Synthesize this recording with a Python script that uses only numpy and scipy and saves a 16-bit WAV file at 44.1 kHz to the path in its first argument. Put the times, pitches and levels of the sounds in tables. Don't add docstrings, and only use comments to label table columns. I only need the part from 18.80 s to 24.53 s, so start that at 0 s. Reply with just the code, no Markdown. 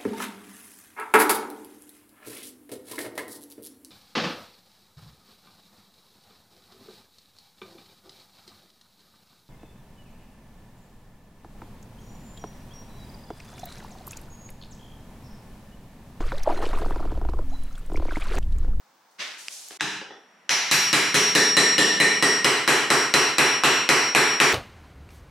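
import sys
import numpy as np
from scipy import signal
from scipy.fft import rfft, irfft, next_fast_len
from scipy.io import wavfile
from scipy.ndimage import uniform_filter1d, minimum_filter1d

SR = 44100
rng = np.random.default_rng(int(sys.argv[2]) if len(sys.argv) > 2 else 0)


def invert_db(x):
    u = np.asarray(x, float) / 20
    return 10 ** u


def file_out(sig):
    cols = np.atleast_2d(sig).T
    lim = np.clip(cols, -1, 1)
    pcm = np.round(lim * 32767).astype(np.int16)
    wavfile.write(sys.argv[1], SR, pcm)


N = 252693
SCENE_CHANGE_S = 0.981


def read(points, hz):
    f, value = np.transpose(points)
    return np.interp(np.log(hz + 1), np.log(f + 1), value)


def along(rows, s):
    t, *columns = np.transpose(rows)
    return [np.interp(s, t, column) for column in columns]


def curve(rows, column):
    rows = np.array(rows)
    return np.interp(np.arange(N) / SR, rows[:, 0], rows[:, column], -120, -120)


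def evened(x):
    return x / np.sqrt(np.mean(x ** 2) + 1e-20)


def unit(x):
    return x / np.linalg.norm(x)


def add(mix, s, sound):
    part = mix[round(s * SR):][:len(sound)]
    part += sound[:len(part)]


def causal(db):
    log_gain = np.log(invert_db(np.maximum(np.r_[db, db[-2:0:-1]], -100)))
    return np.fft.ifft(np.exp(np.conj(signal.hilbert(log_gain)))).real[:len(db)]


def coloured(x, points):
    size = next_fast_len(x.shape[-1])
    gain = invert_db(read(points, np.fft.rfftfreq(size, 1 / SR)))
    return irfft(rfft(x, size) * gain, size)[..., :x.shape[-1]]


# hz, side_minus_mid_db
WIDTH = [(60, -44), (110, -42), (200, -40), (380, -19.5), (700, -12.5), (1290, -9), (2380, -9.5),
         (4400, -8), (8120, -6.5), (15000, -4)]


def pair(mid, side, side_db):
    side = invert_db(side_db) * coloured(side, WIDTH)
    return np.array([mid + side, mid - side])


def mode(hz, t60, phase, seconds):
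    t = np.arange(round(seconds * SR)) / SR
    decay = invert_db(-60 * t / max(t60, .002))
    return unit(decay * np.sin(2 * np.pi * hz * t + phase * np.minimum(t * hz, 1)))


def ring(hzs, modes, spread_db, wander, chance):
    return sum(invert_db(db + spread_db * c) * mode(hz * (1 + wander * c), t60, 0, .25)
               for hz, (db, t60), c in zip(hzs, modes, chance))


# hz, t60_s
REVERBERATION = [(100, 0.46), (300, 0.36), (1000, 0.46), (2500, 0.49), (6000, 0.44), (9000, 0.37),
                 (12000, 0.34), (16000, 0.42)]


def room(x, gap_s):
    taps = np.zeros((2, SR))
    at = np.arange(0, SR - 12, 12) + rng.integers(0, 12, (2, (SR - 1) // 12))
    np.put_along_axis(taps, at, rng.choice([-1., 1.], at.shape), 1)
    hz, t, z = signal.stft(taps, SR, nperseg=256)
    decay = invert_db(-60 * t / read(REVERBERATION, hz)[:, None])
    tail = signal.istft(z * decay, SR, nperseg=256)[1][:, :SR]
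    tail *= 1 - np.exp(-np.arange(SR) / SR / gap_s)
    return signal.fftconvolve(x[None], tail / np.linalg.norm(tail[0]), axes=1)[:, :N]


# pitch_hz, level_db, t60_s
STANDING_WAVES = [(157.1, -14, 0.64), (207.6, -10.5, 0.81), (242, -28, 0.44), (305, -3.5, 0.41),
                  (316.2, -1, 0.53), (352, -10, 0.56), (406, -4.5, 0.28), (426, 0, .32), (499, -9, 0.81)]


def standing(x):
    t = np.arange(SR) / SR
    level_db, life = -4.5, 0.698
    waves = np.zeros(SR)
    for k, (hz, db, t60) in enumerate(STANDING_WAVES):
        decay = invert_db(db - 60 * t / np.clip(life * t60, .08, .7))
        waves += (-1) ** k * decay * np.sin(2 * np.pi * hz * t)
    return invert_db(level_db - 17.5) * signal.fftconvolve(x, unit(waves))[:N]


def rub(points, grit_db, level_db):
    grains = rng.standard_normal((2, N)) * invert_db(grit_db * np.minimum(rng.exponential(1, N), 5))
    mid, side = coloured(grains, points)
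    scale = invert_db(level_db) / np.std(mid)
    return pair(scale * mid, scale * side, 3.4)


# hz, density_db_per_hz
AIR_OPEN = [(15, -69), (25, -16), (190, -11), (591, -8), (863, -1), (1290, -7), (1650, -9.5), (2690, -16.5),
            (5730, -16), (12200, -32), (16000, -20)]
# hz, density_db_per_hz
AIR_WALL = [(25, -40), (120, -18), (200, 6), (300, -3), (900, 0.5), (2000, -1), (4400, -15), (6000, -18),
            (16000, -33)]


def room_tone():
    second = np.arange(N) / SR > SCENE_CHANGE_S
    return np.where(second, rub(AIR_WALL, 0.38, -54.5), rub(AIR_OPEN, .3, -58))


def strokes(rows):
    t = np.arange(N) / SR
    power = np.zeros(N)
    for s, rise, db, fall in rows:
        swell = np.sin(np.pi / 2 * np.clip((t - s) / max(rise, .002), 0, 1)) ** 2
        power += (swell * invert_db(db - fall * np.maximum(t - s - rise, 0))) ** 2
    return 10 * np.log10(power * (t < SCENE_CHANGE_S) + 1e-12)


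# hz, density_db_per_hz
SOLE_COLOUR = [(47, -76.5), (80, -57), (271, -24.5), (413, -24), (504, -23), (877, -21), (1950, -12),
               (5520, -18.5), (16000, -54)]
# hz, density_db_per_hz
SWISH_COLOUR = [(350, -45), (600, -16), (906, -25), (1960, -31), (2120, -19), (2310, -16), (6030, -6),
                (10700, -12.5), (16000, -32)]
# start_s, rise_s, level_db, fall_db_per_s
SOLE_STROKES = [
    (.379, 0.034, -33, 81),
    (.575, .02, -63, 100),
    (.69, 0.011, -55, 54),
    (.895, 0.015, -50.5, 52),
]
# start_s, rise_s, level_db, fall_db_per_s
SWISH_STROKES = [
    (.305, .01, -66, 120),
    (.385, 0.033, -55, 25),
    (.57, .025, -44, 40),
    (.685, 0.042, -39.5, 35.4),
    (.9, 0.083, -59, 90),
]


def shoe():
    drag = rub(SOLE_COLOUR, 3.3, strokes(SOLE_STROKES) + 4.7)
    swish = rub(SWISH_COLOUR, 1.5, strokes(SWISH_STROKES) + 1.2)
    return drag + swish


# start_s, level_db, pitch_hz, t60_s, room_db
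GRIT_TICKS = [
    (.309, -60, 4900, .05, -6),
    (0.6833, -10.5, 2700, 0.0033, -33),
    (.8856, -25, 7000, .005, -15),
    (0.9073, -29, 1700, 0.012, -11),
    (.9184, -26, 4400, 0.0039, -15),
    (0.9982, -24, 1940, 0.013, 9),
    (1.213, -23, 1600, 0.017, 2),
    (1.302, -37, 1850, 0.023, 10),
]
# start_s, level_db, pitch_hz, t60_s, room_db
SOFT_KNOCKS = [
    (0.389, -43, 106, 0.053, -6),
    (0.537, -47, 430, 0.055, -14),
    (.908, -33, 395, 0.02, 2.5),
    (1.215, -27.5, 455, 0.013, 5),
    (1.305, -29.5, 420, 0.018, 6.5),
]


def small_things():
    dry, wet = np.zeros((2, N))
    for s, db, hz, t60, room_db in GRIT_TICKS + SOFT_KNOCKS:
        sound = mode(hz, t60, 0, .1)
        sound = sound + .8 * mode(1.85 * hz, .8 * t60, 0, .1)
        sound = sound + .45 * mode(3.05 * hz, .6 * t60, 0, .1)
        sound *= 1 - np.exp(-np.arange(len(sound)) / SR * hz / 0.65)
        sound *= invert_db(db) / abs(sound).max()
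        add(dry, s, sound)
        add(wet, s, invert_db(room_db) * sound)
    mid, side = room(wet, 0.0021)
    return pair(dry + mid, side, 0.59)


def ring_level():
    swell_db_per_s, sag_db_per_s, droop_s, linger_db = 28, 33, 0.085, -7
    t, level = np.arange(N) / SR, np.zeros(N)
    for s, _, _, crest_db, crest_s in HAMMER_BLOWS:
        late = t - s - crest_s
        droop_db = np.maximum(-10 * (late / droop_s) ** 3, linger_db)
        shape_db = np.where(late < 0, swell_db_per_s * late, droop_db - sag_db_per_s * late)
        level[t >= s] = invert_db(crest_db + shape_db)[t >= s]
    return uniform_filter1d(level, 300)


def head_ring():
    head_hz, waver_hz = 5604, 0.88
    waver = evened(uniform_filter1d(uniform_filter1d(rng.standard_normal(N), 2500), 2500))
    turn = 2 * np.pi * np.cumsum(head_hz + waver_hz * waver) / SR
    level = np.sqrt(2) * invert_db(-0.3) * ring_level()
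    return level * np.array([np.sin(turn - .12), np.sin(turn + 0.35)])


# hz, density_db_per_hz
TAP_COLOUR = [(88, -36), (150, -6), (309, -2), (545, -20), (928, -4), (1380, -10.5), (1700, 0), (2180, -9),
              (2540, -4), (3250, -12), (3930, -5), (4320, -23.5), (6430, -12), (10300, -28), (14000, -42)]
# hz, density_db_per_hz
LOOSE_COLOUR = [(47, -60), (80, -19), (156, -9), (493, -3.5), (877, 8), (1070, -3), (1490, 2), (4050, -6),
                (4620, -10), (5770, -8), (7530, -19.5), (12800, -45), (16000, -62)]
# hz, density_db_per_hz
PRISING_COLOUR = [(59, -46.5), (100, -1.5), (149, -5.5), (370, -4), (411, 1), (774, -13), (1550, -14),
                  (1840, -7.5), (2580, -16.5), (4100, -15.5), (4660, -20), (5630, -18.5), (6000, -19.5),
                  (8950, -25), (15500, -53)]
# hz, density_db_per_hz
SEATED_COLOUR = [(47, -41.5), (80, -47.5), (152, -3.5), (413, 5), (601, -2), (2430, -2), (3700, -14.5),
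                 (4140, -11), (5280, -17.5), (5770, -8), (6310, -20.5), (7870, -12.5), (12800, -31),
                 (16000, -59)]
WALL_PITCHES = [156, 205, 307, 424]
# level_db, t60_s
WALL_MODES = [(-20, .05), (-16, .05), (-14, .045), (-13, .05)]
PING_PITCHES = [2900, 4017, 5190]
# level_db, t60_s
PING_MODES = [(-13, 0.038), (-10, 0.13), (-13.5, 0.018)]
CLANG_PITCHES = [6450, 7900, 8400, 9200, 10050, 11650, 12600]
# level_db, t60_s
CLANG_MODES = [(-37, 0.022), (-35, 0.024), (-47, 0.02), (-32, 0.012), (-31.5, 0.0057), (-37, 0.12),
               (-46, 0.034)]


def blow(stage, free, tilt_db, tile_hz, tile_db, ping_db, clang_db, boom_db, crack_db, chance):
    sheen_hz, sheen_width, sheen_share = 8540, 0.18, 0.43
    banding_db, banding_hz, crack_top_hz = 2.2, 420, 9400
    hz = np.fft.rfftfreq(2048, 1 / SR)
    stages = [TAP_COLOUR, LOOSE_COLOUR, PRISING_COLOUR, SEATED_COLOUR]
    colour = sum(max(1 - abs(stage - k), 0) * read(points, hz) for k, points in enumerate(stages))
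    colour += tilt_db * np.log2(hz / 2000 + .5)
    colour += sheen_share * clang_db * np.exp(-(np.log((hz + 1) / sheen_hz) / sheen_width) ** 4)
    colour += banding_db * np.interp(hz, 1900 + banding_hz * np.arange(36), np.r_[0, chance[70:105]])

    pings = [(db, t60 * np.clip(free, .1, 2)) for db, t60 in PING_MODES]
    steel = invert_db(ping_db + 14.5) * ring(PING_PITCHES, pings, 2.7, 0.0018, chance)
    steel = steel + invert_db(0.2 * clang_db - 0.5) * ring(CLANG_PITCHES, CLANG_MODES, 2.4, 0.0081, chance[9:])
    body = invert_db(boom_db) * ring(WALL_PITCHES, WALL_MODES, 0.57, 0.024, chance[19:])
    for detune in (-0.0325, -0.02, 0.00011, 0.0286, 0.0414):
        body += invert_db(tile_db) * mode(tile_hz * (1 + detune), 0.2, chance[60] * detune * 99, .25)
    knock = invert_db(-2.0) * steel + body
    crack = invert_db(6.5) * steel + invert_db(-4.0) * body
    add(knock, 0, unit(causal(colour)))

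    t = np.arange(len(chance)) / SR
    contact = chance * np.exp(-t / .0008) * (1 - np.exp(-t / .0003))
    colour += 40 * np.log10(np.clip(hz / 900, .03, 1))
    colour -= 10 * np.log10(1 + (hz / crack_top_hz) ** 4)
    add(crack, 0, invert_db(crack_db) * unit(np.convolve(causal(colour), contact)))
    return np.array([knock, crack])


# start_s, level_db, chisel_ping_db, head_crest_db, crest_after_blow_s
HAMMER_BLOWS = [(1.008, -12, -23, -48.5, 0.093), (1.693, -3.5, -20, -29, 0.05),
                (1.913, -5.5, -20, -24.5, 0.15), (2.129, -6, -21, -31, 0.17), (2.343, -6, -27, -22.5, 0.13),
                (2.551, -6.5, -22.5, -21, 0.16), (2.768, -6.5, -17.5, -21, 0.14),
                (2.981, -6.5, -19, -24, 0.13), (3.201, -7.5, -17, -27.5, 0.15),
                (3.425, -8, -20.5, -24, 0.11), (3.645, -7, -18, -32.5, 0.026),
                (3.877, -6.5, -21.5, -31.5, 0.091), (4.103, -7.5, -23, -27.5, .11),
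                (4.339, -7, -23, -26, 0.096), (4.583, -6.5, -21, -26, 0.15),
                (4.836, -6.5, -22.5, -28, 0.15), (5.09, -6.5, -24, -27, 0.19),
                (5.349, -6, -31, -26.5, 0.18), (5.601, -5, -40, -26.5, 0.042)]
# start_s, stage (0 tap, 1 loose, 2 prising, 3 seated), tilt_db_per_octave, clang_db, crack_db
CHISEL_STATE = [(1.0, 0.55, 2.5, 1, 13.5), (1.69, 1.47, 5, -9, 10.5), (1.92, 2.94, 5.5, -17.5, -4.5),
                (2.13, 2.57, 2.8, -9.5, -5.5), (2.35, 2.33, 2.9, -3.5, -6.5), (2.55, 2.1, 2, -1, -9.5),
                (2.98, 2.12, 0.75, 11, -6.5), (3.43, 2.4, -0.3, 15.5, -2), (3.64, 2.8, 0, 2, -5.5),
                (4.6, 3.16, 0.2, -2, -1.5), (5.6, 4.1, 0.8, -7, 2)]
# start_s, buzz_hz, buzz_db, boom_db
TILE_STATE = [
    (1.0, 1766, -23, 1.5),
    (1.69, 1710, -29, -8.5),
    (1.92, 1720, -28, -3.5),
    (2.3, 1700, -31, 2.5),
    (2.55, 1850, -19, -2),
    (2.98, 1830, -10, -2.5),
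    (3.43, 1895, -14, 2),
    (3.8, 1910, -27, -4),
    (5.6, 1884, -23, -5),
]
# delay_s, level_db
REFLECTIONS = [(.0013, -33), (.0022, 1.5), (.0038, -3.5), (.0058, -9.5), (.0075, -41), (.0098, -25.5),
               (0.017, -68)]


def hammer():
    wedged_s, free_ping, wedged_ping = 3.76, 0.77, 0.35
    trial_s, trial_crack_db = 1.8, -6
    tracks, direct = np.zeros((3, N)), np.zeros(N)
    chances = rng.standard_normal((len(HAMMER_BLOWS), 200))
    for k, (s, db, ping_db, *_) in enumerate(HAMMER_BLOWS):
        stage, tilt_db, clang_db, crack_db = along(CHISEL_STATE, s)
        tile_hz, tile_db, boom_db = along(TILE_STATE, s)
        free = free_ping if s < wedged_s else wedged_ping
        sounds = blow(np.clip(stage, 0, 3), free, tilt_db, tile_hz, tile_db, ping_db, clang_db,
                      boom_db, crack_db, chances[k])
        knock, crack = invert_db(28 + 1.56 * (db + 8.0)) * sounds
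        crack = crack * invert_db(trial_crack_db * (s < trial_s))
        add(tracks[k % 3], s, knock)
        add(direct, s, crack)
        for j, (late_s, echo_db) in enumerate(REFLECTIONS):
            add(direct, s + late_s, (-1) ** j * invert_db(echo_db - 14.0) * crack)
    bass = signal.sosfiltfilt(signal.butter(2, 600, fs=SR, output="sos"), tracks)
    low = room(bass.sum(0), 0.0032) * invert_db([[-1], [0]])
    mid, side = low + sum(room(track, 0.00033) for track in tracks - bass)
    mid = mid + standing(bass.sum(0))
    return pair(direct + mid, side + 0.2 * direct, 0.21)


def duck_db(x, size, ceiling_db, share, back_db_per_s):
    power = uniform_filter1d((x ** 2).mean(0), size, origin=size // 2 - 1)
    power_db = 10 * np.log10(abs(power) + 1e-12)
    ahead = np.r_[power_db[95:], power_db[-95:]]
    ahead = -minimum_filter1d(-ahead, 101, origin=50)
    fall = np.arange(N) * back_db_per_s / SR
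    held = np.maximum.accumulate(ahead + fall) - fall
    return -uniform_filter1d(share * np.maximum(held - ceiling_db, 0), 24)


# start_s, level_db
SCENE_FADE = [
    (0, -3),
    (.955, -3.5),
    (.972, -1),
    (.981, -45),
    (.994, -5),
    (1.0, -5),
    (6, 2),
]


def scene():
    air = room_tone()
    noise = hammer() + small_things() + shoe() + air
    slow_db = duck_db(noise, size=300, ceiling_db=-16.5, share=0.58, back_db_per_s=133)
    quick_db = duck_db(noise * invert_db(slow_db), size=30, ceiling_db=-7.5, share=1.0, back_db_per_s=890)
    dip_db = quick_db + np.minimum(slow_db - uniform_filter1d(slow_db, 3000), 0)
    ducked = noise * invert_db(slow_db + quick_db + curve(SCENE_FADE, 1))
    return ducked + head_ring() * invert_db(1.8 * dip_db)


def roll_off(x):
    return signal.sosfilt(signal.butter(12, 16480, fs=SR, output="sos"), x)


def record(dry):
    thin = signal.sosfilt(signal.butter(6, 135, "high", fs=SR, output="sos"), dry)
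    overloaded = 0.9 * np.tanh(thin / 0.93)
    edge = signal.firwin(255, 16300, fs=SR)[None]
    mix = signal.oaconvolve(overloaded, edge, "same")
    return roll_off(mix)


dry = scene()
out = record(dry)
file_out(out)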